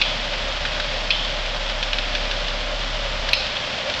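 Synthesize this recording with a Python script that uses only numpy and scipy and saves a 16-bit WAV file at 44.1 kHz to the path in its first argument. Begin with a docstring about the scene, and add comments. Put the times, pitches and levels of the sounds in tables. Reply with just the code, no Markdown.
"""A belt conveyor carries clear plastic cups through a workshop. From the start the belt hisses and
patters over its bed, the gear motor drones and hums, and a rotating part vibrates deeply. A sharp clack
rings out at once and a second at 1.1 s, while cups tick against the guides from 0.3 s on.
After the third clack, at 3.3 s, the deep vibration runs down; belt, motor and cups carry on to the end.
A limiter ducks briefly on the loud clacks."""
import sys
import numpy as np
from scipy import signal
from scipy.fft import rfft, irfft
from scipy.io import wavfile
from scipy.ndimage import uniform_filter1d

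SR = 44100
rng = np.random.default_rng(int(sys.argv[2]) if len(sys.argv) > 2 else 0)


def dump(signal):
    """Clip the signal to [-1, 1] and save it as 16-bit WAV at the path in sys.argv[1]."""
    limited = np.clip(np.atleast_2d(signal).T, -1, 1)
    pcm = np.round(limited * 32767).astype(np.int16)
    wavfile.write(sys.argv[1], SR, pcm)


N = 176400
T = np.arange(N) / SR

# fundamental of the rotating part: t/s, f/Hz, level/dB
ROTOR_FUNDAMENTAL = [(0, 34.8, -31.5), (.3, 34.2, -31.5), (1.0, 34.1, -30.5), (2.1, 34.08, -28),
                     (3.0, 35.46, -29), (3.28, 33.5, -30), (3.44, 30.6, -38), (3.62, 27.1, -52),
                     (4, 21.9, -52)]
# its second harmonic: t/s, level/dB
ROTOR_OCTAVE = [(0, -54), (.33, -61), (.45, -38), (.9, -49), (2.2, -48.5), (2.9, -54), (3.05, -42),
                (3.3, -39), (3.55, -42), (4, -51)]
# tones of the motor's hum and whine: f/Hz, level/dB
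HUM_TONES = [(120, -51), (720, -48), (840, -53), (1201, -54.5), (1459, -50.5), (5087, -61.5)]
# resonances of the gear housing: f/Hz, bandwidth/Hz, level/dB
HOUSING_RESONANCES = [(250, 72, -54), (546.6, 67, -39), (590, 39, -40.5), (625, 61, -41.5)]
# swell of the housing's drone: t/s, relative level/dB
DRONE_ENVELOPE = [(0, 0.5), (.2, -1), (.42, 0), (.7, -0.5), (.8, 1), (1.0, 1), (1.2, -3), (1.42, 1.5),
                  (1.6, -1.5), (2.1, -2), (2.4, 2.5), (2.55, 0), (2.7, 5), (2.84, -3.5), (3.05, 0.5),
                  (3.2, -2), (3.34, 5.5), (3.45, -3), (3.78, 0), (3.9, 2.5), (4, -3.5)]
# spectrum of the belt sliding on its bed: f/Hz, relative level/dB
BELT_SPECTRUM = [(40, 4), (90, -1), (140, 1), (200, -2.5), (270, -2.5), (310, -8.5), (450, -4), (750, 0),
                 (1200, -1), (2000, -0.5), (2700, 0), (3300, 2.5), (3900, -2.5), (5200, -7), (6200, -15.5),
                 (7300, -21), (8600, -36)]
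# slow change in the belt's sound: t/s, gain/dB
BELT_ENVELOPE = [(0, 0.4), (.8, 0), (1.6, -.3), (2.3, -0.5), (2.9, -.5), (3.4, 0), (4, -0.1)]
# spectrum of a plastic cup: f/Hz, relative level/dB
CUP_SPECTRUM = [(400, -18), (700, -5), (1100, -17.5), (1600, -3.5), (2000, -9), (2450, 4), (2900, 3),
                (3400, 5), (4200, -0.5), (5300, -6.5), (6500, -21), (8500, -33.5)]
# cups touching the guides: t/s, level/dB, T60/s, treble gain/dB, hollow resonance gain/dB
CUP_TICKS = [(0.334, -20.5, 0.033, -2, -5.5), (.651, -19.5, .06, -5, -5), (0.7974, -19.5, .055, -1.5, -3),
             (.843, -25, 0.043, 2, -17), (1.247, -25.5, .025, 9.5, -13), (1.697, -23, 0.053, -2, -11),
             (1.8269, -19.5, 0.05, 3, -14), (1.931, -12.5, 0.024, -4, -16), (1.941, -21.5, 0.022, -8, -13),
             (1.9843, -16, 0.04, -4, -24), (2.149, -18.5, 0.093, -0.5, -14.5), (2.311, -18, .07, -3.5, -14),
             (2.482, -28, 0.034, 8, -9), (3.288, -17, 0.033, 3, -10), (3.465, -24, 0.027, 5, -7),
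             (3.5667, -18.5, .04, -9, -18), (3.898, -13.5, 0.027, -9, -20), (3.938, -19.5, .05, -3, -18)]
# blows: t/s, gain/dB, rebound delay/s, rebound re blow/dB, middle ring gain/dB, upper ring gain/dB,
# tail gain/dB, frequency ratio of the upper modes
CLACK_BLOWS = [(.0145, -1.5, .0078, 1, -0.5, -12, 4.5, 0.94), (1.1048, 0.5, .0060, -4, 2.5, -10, -3, 1.04),
               (3.332, 4, 0.0036, -18, -11, 1, -0.5, 1.0)]
# modes of the struck part: f/Hz, relative level/dB, T60/s
STRUCK_MODES = [(2512, 1, 0.0052), (3740, -10, 0.016), (3984, 0, 0.0075), (4196, -6.5, 0.015),
                (4770, -26, 0.034)]
# its lingering rings, one middle and two upper: f/Hz, bandwidth/Hz, relative level/dB, T60/s
STRUCK_RINGS = [(3300, 500, -25.5, 0.83), (4150, 660, -26, 0.7), (5137, 150, -29, 0.34)]
# spectrum of a clack's diffuse tail in the workshop: f/Hz, relative level/dB
TAIL_SPECTRUM = [(600, -20.5), (1700, -11.5), (2200, -5.5), (2500, 6.5), (3200, -2), (4200, -2),
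                 (5200, -9.5), (6200, -21), (8500, -49.5)]


def from_db(db):
    """Amplitude grows tenfold for every 20 dB."""
    return 10 ** (np.asarray(db) / 20)


def rms_one(x):
    """Normalisation to unit rms."""
    return x / np.sqrt(np.mean(x ** 2) + 1e-20)


def in_time(rows):
    """Linear interpolation of each column to every sample."""
    times, *columns = np.transpose(rows)
    return [np.interp(T, times, column) for column in columns]


def colour(x, spectrum):
    """Spectral shaping with a roll-off below 20 Hz; unit rms."""
    hz, db = np.transpose(spectrum)
    f = np.maximum(np.arange(N // 2 + 1) * SR / N, 1)
    gain = from_db(np.interp(np.log(f), np.log(hz), db)) * f ** 2 / (f ** 2 + 20 ** 2)
    return rms_one(irfft(rfft(x) * gain, N))


def noise():
    """Gaussian white noise: equal mean power in every hertz."""
    return rng.standard_normal(N)


def drift(rate_hz):
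    """Low-passed noise gives a slow random fluctuation; unit rms."""
    f = np.arange(N // 2 + 1) * SR / N
    return rms_one(irfft(rfft(noise()) / (1 + (f / rate_hz) ** 2), N))


def resonance(hz, width_hz):
    """A resonator driven by noise passes a narrow band; unit rms."""
    edges = [hz - width_hz / 2, hz + width_hz / 2]
    return rms_one(signal.sosfilt(signal.butter(2, edges, "band", fs=SR, output="sos"), noise()))


def burst(start, attack, t60):
    """Linear rise, then exponential decay by 60 dB in t60; times in seconds."""
    age = T - start
    return np.clip(age / attack, 0, 1) * from_db(-60 * np.clip((age - attack) / t60, 0, 4))


def workshop(x):
    """Diffuse reverberation: convolution with decaying noise of unit energy."""
    response = noise() * burst(0.016, attack=0.005, t60=1)
    return signal.fftconvolve(x, response / np.sqrt(np.sum(response ** 2)))[:N]


def rotor():
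    """Forced vibration at the rotation frequency and its octave; both fall as the part slows."""
    hz, db = in_time(ROTOR_FUNDAMENTAL)
    octave_db, = in_time(ROTOR_OCTAVE)
    angle = 2 * np.pi * np.cumsum(hz) / SR
    return np.sqrt(2) * (from_db(db) * np.sin(angle) + from_db(octave_db) * np.sin(2 * angle))


def gear_motor(wander_hz=0.84, waver_db=1, gear_hz=64, gear_depth=0.19, swell_db=0.9):
    """Wavering hum tones, and gear noise that throbs by amplitude modulation of the housing resonances."""
    hum = np.zeros(N)
    for hz, db in HUM_TONES:
        phase = 2 * np.pi * (np.cumsum(hz + wander_hz * drift(4.6)) / SR + rng.random())
        hum += np.sqrt(2) * from_db(db + waver_db * drift(5)) * np.sin(phase)
    drone_db, = in_time(DRONE_ENVELOPE)
    modulation = 1 + gear_depth * np.sin(2 * np.pi * gear_hz * T)
    throb = rms_one(modulation * from_db(drone_db - swell_db * drift(3.3)))
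    housing = sum(from_db(db) * resonance(hz, width) for hz, width, db in HOUSING_RESONANCES)
    return hum + throb * housing


def belt(hiss_db=-27.5, flutter_db=0.5, patter_db=-38, contacts_per_s=220, spread_db=3.5):
    """Sliding friction gives a broadband hiss; small contacts patter as a Poisson process."""
    envelope_db, = in_time(BELT_ENVELOPE)
    hiss = from_db(hiss_db + flutter_db * drift(30)) * colour(noise(), BELT_SPECTRUM)
    strengths = from_db(spread_db * np.minimum(rng.exponential(1, N), 3))
    contacts = (rng.random(N) < contacts_per_s / SR) * strengths
    decay = np.exp(-1 / (0.001 * SR))  # each contact dies with a time constant of 1 ms
    rubs = signal.lfilter([1], [1, -decay], contacts + 1e-18) * noise()
    return from_db(envelope_db) * (hiss + from_db(patter_db) * colour(rubs, CUP_SPECTRUM))


def cups(treble_hz=3800, room_db=-6):
    """Scuffs excite damped vibration in thin plastic, each with its own brightness and hollowness."""
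    body = colour(noise(), CUP_SPECTRUM)
    hollow = resonance(hz=1680, width_hz=400)
    treble = signal.sosfiltfilt(signal.butter(2, treble_hz, "high", fs=SR, output="sos"), body)
    ticks = np.zeros(N)
    for start, db, t60, treble_db, hollow_db in CUP_TICKS:
        timbre = body + (from_db(treble_db) - 1) * treble + from_db(hollow_db) * hollow
        ticks += from_db(db) * burst(start, attack=0.0013, t60=t60) * timbre
    return ticks + from_db(room_db) * workshop(ticks)


def impact(start, gain_db, upper_ratio, hold_s=0, base_db=-10.5, attack_s=0.0009, upper_above_hz=3000):
    """Modal superposition: a struck part vibrates freely as a sum of damped sinusoids."""
    out, age = np.zeros(N), T[:SR // 8]
    first = int(start * SR)
    for hz, mode_db, t60 in STRUCK_MODES:
        if hz > upper_above_hz:
            hz *= upper_ratio
        envelope = np.minimum(age / attack_s, 1) * from_db(-60 * np.maximum(age - hold_s, 0) / t60)
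        out[first:first + len(age)] += from_db(mode_db) * envelope * np.sin(2 * np.pi * hz * age)
    return from_db(base_db + gain_db) * out


def clacks():
    """Impulsive excitation: a blow and its rebound set a part ringing, and the room reverberates."""
    out = np.zeros(N)
    rings = [(resonance(hz, width), db, t60) for hz, width, db, t60 in STRUCK_RINGS]
    diffuse = colour(noise(), TAIL_SPECTRUM)
    for start, db, delay, rebound_db, middle_db, upper_db, tail_db, upper_ratio in CLACK_BLOWS:
        out += impact(start, db, upper_ratio, hold_s=0.0025)
        out += impact(start + delay, db + rebound_db, upper_ratio)
        rebound_ring = burst(start + delay, attack=0.00046, t60=0.018) * np.sin(2 * np.pi * 3330 * T)
        out += from_db(middle_db - 12) * rebound_ring
        for (ring, ring_db, t60), gain_db in zip(rings, (middle_db, upper_db, upper_db)):
            out += from_db(ring_db + gain_db) * ring * burst(start, attack=0.0054, t60=t60)
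        early = from_db(-14.5) * burst(start, attack=0.0032, t60=0.044)
        late = from_db(-31) * burst(start, attack=0.0027, t60=1)
        out += from_db(db + tail_db) * diffuse * (early + late)
    return out


def scene():
    """Superposition: the pressures of all sources add at one microphone."""
    return (rotor() + gear_motor() + belt() + clacks() + cups())[None]


def low_pass(x, stop_hz):
    """Band limiting: a steep filter, 70 dB down from stop_hz upward."""
    return signal.sosfilt(signal.cheby2(14, 70, stop_hz, fs=SR, output="sos"), x)


def record(dry, limit_db=-4.5, attack_s=0.004, release_db_per_s=94, ceiling=0.74):
    """Peak limiting after a dull microphone: the gain lags, so the hardest clack overloads briefly."""
    dull = low_pass(dry, stop_hz=9550)
    excess_db = np.maximum(20 * np.log10(np.abs(dull) + 1e-9) - limit_db, 0)
    release_db = release_db_per_s * T
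    held_db = np.maximum.accumulate(excess_db + release_db, axis=-1) - release_db
    lag = np.exp(-1 / (attack_s * SR))
    reduction_db = signal.lfilter([1 - lag], [1, -lag], uniform_filter1d(held_db, size=24))
    clipped = np.clip(dull * from_db(-reduction_db), -ceiling, ceiling)
    return low_pass(clipped, stop_hz=17000)


dry = scene()
out = record(dry)
dump(out)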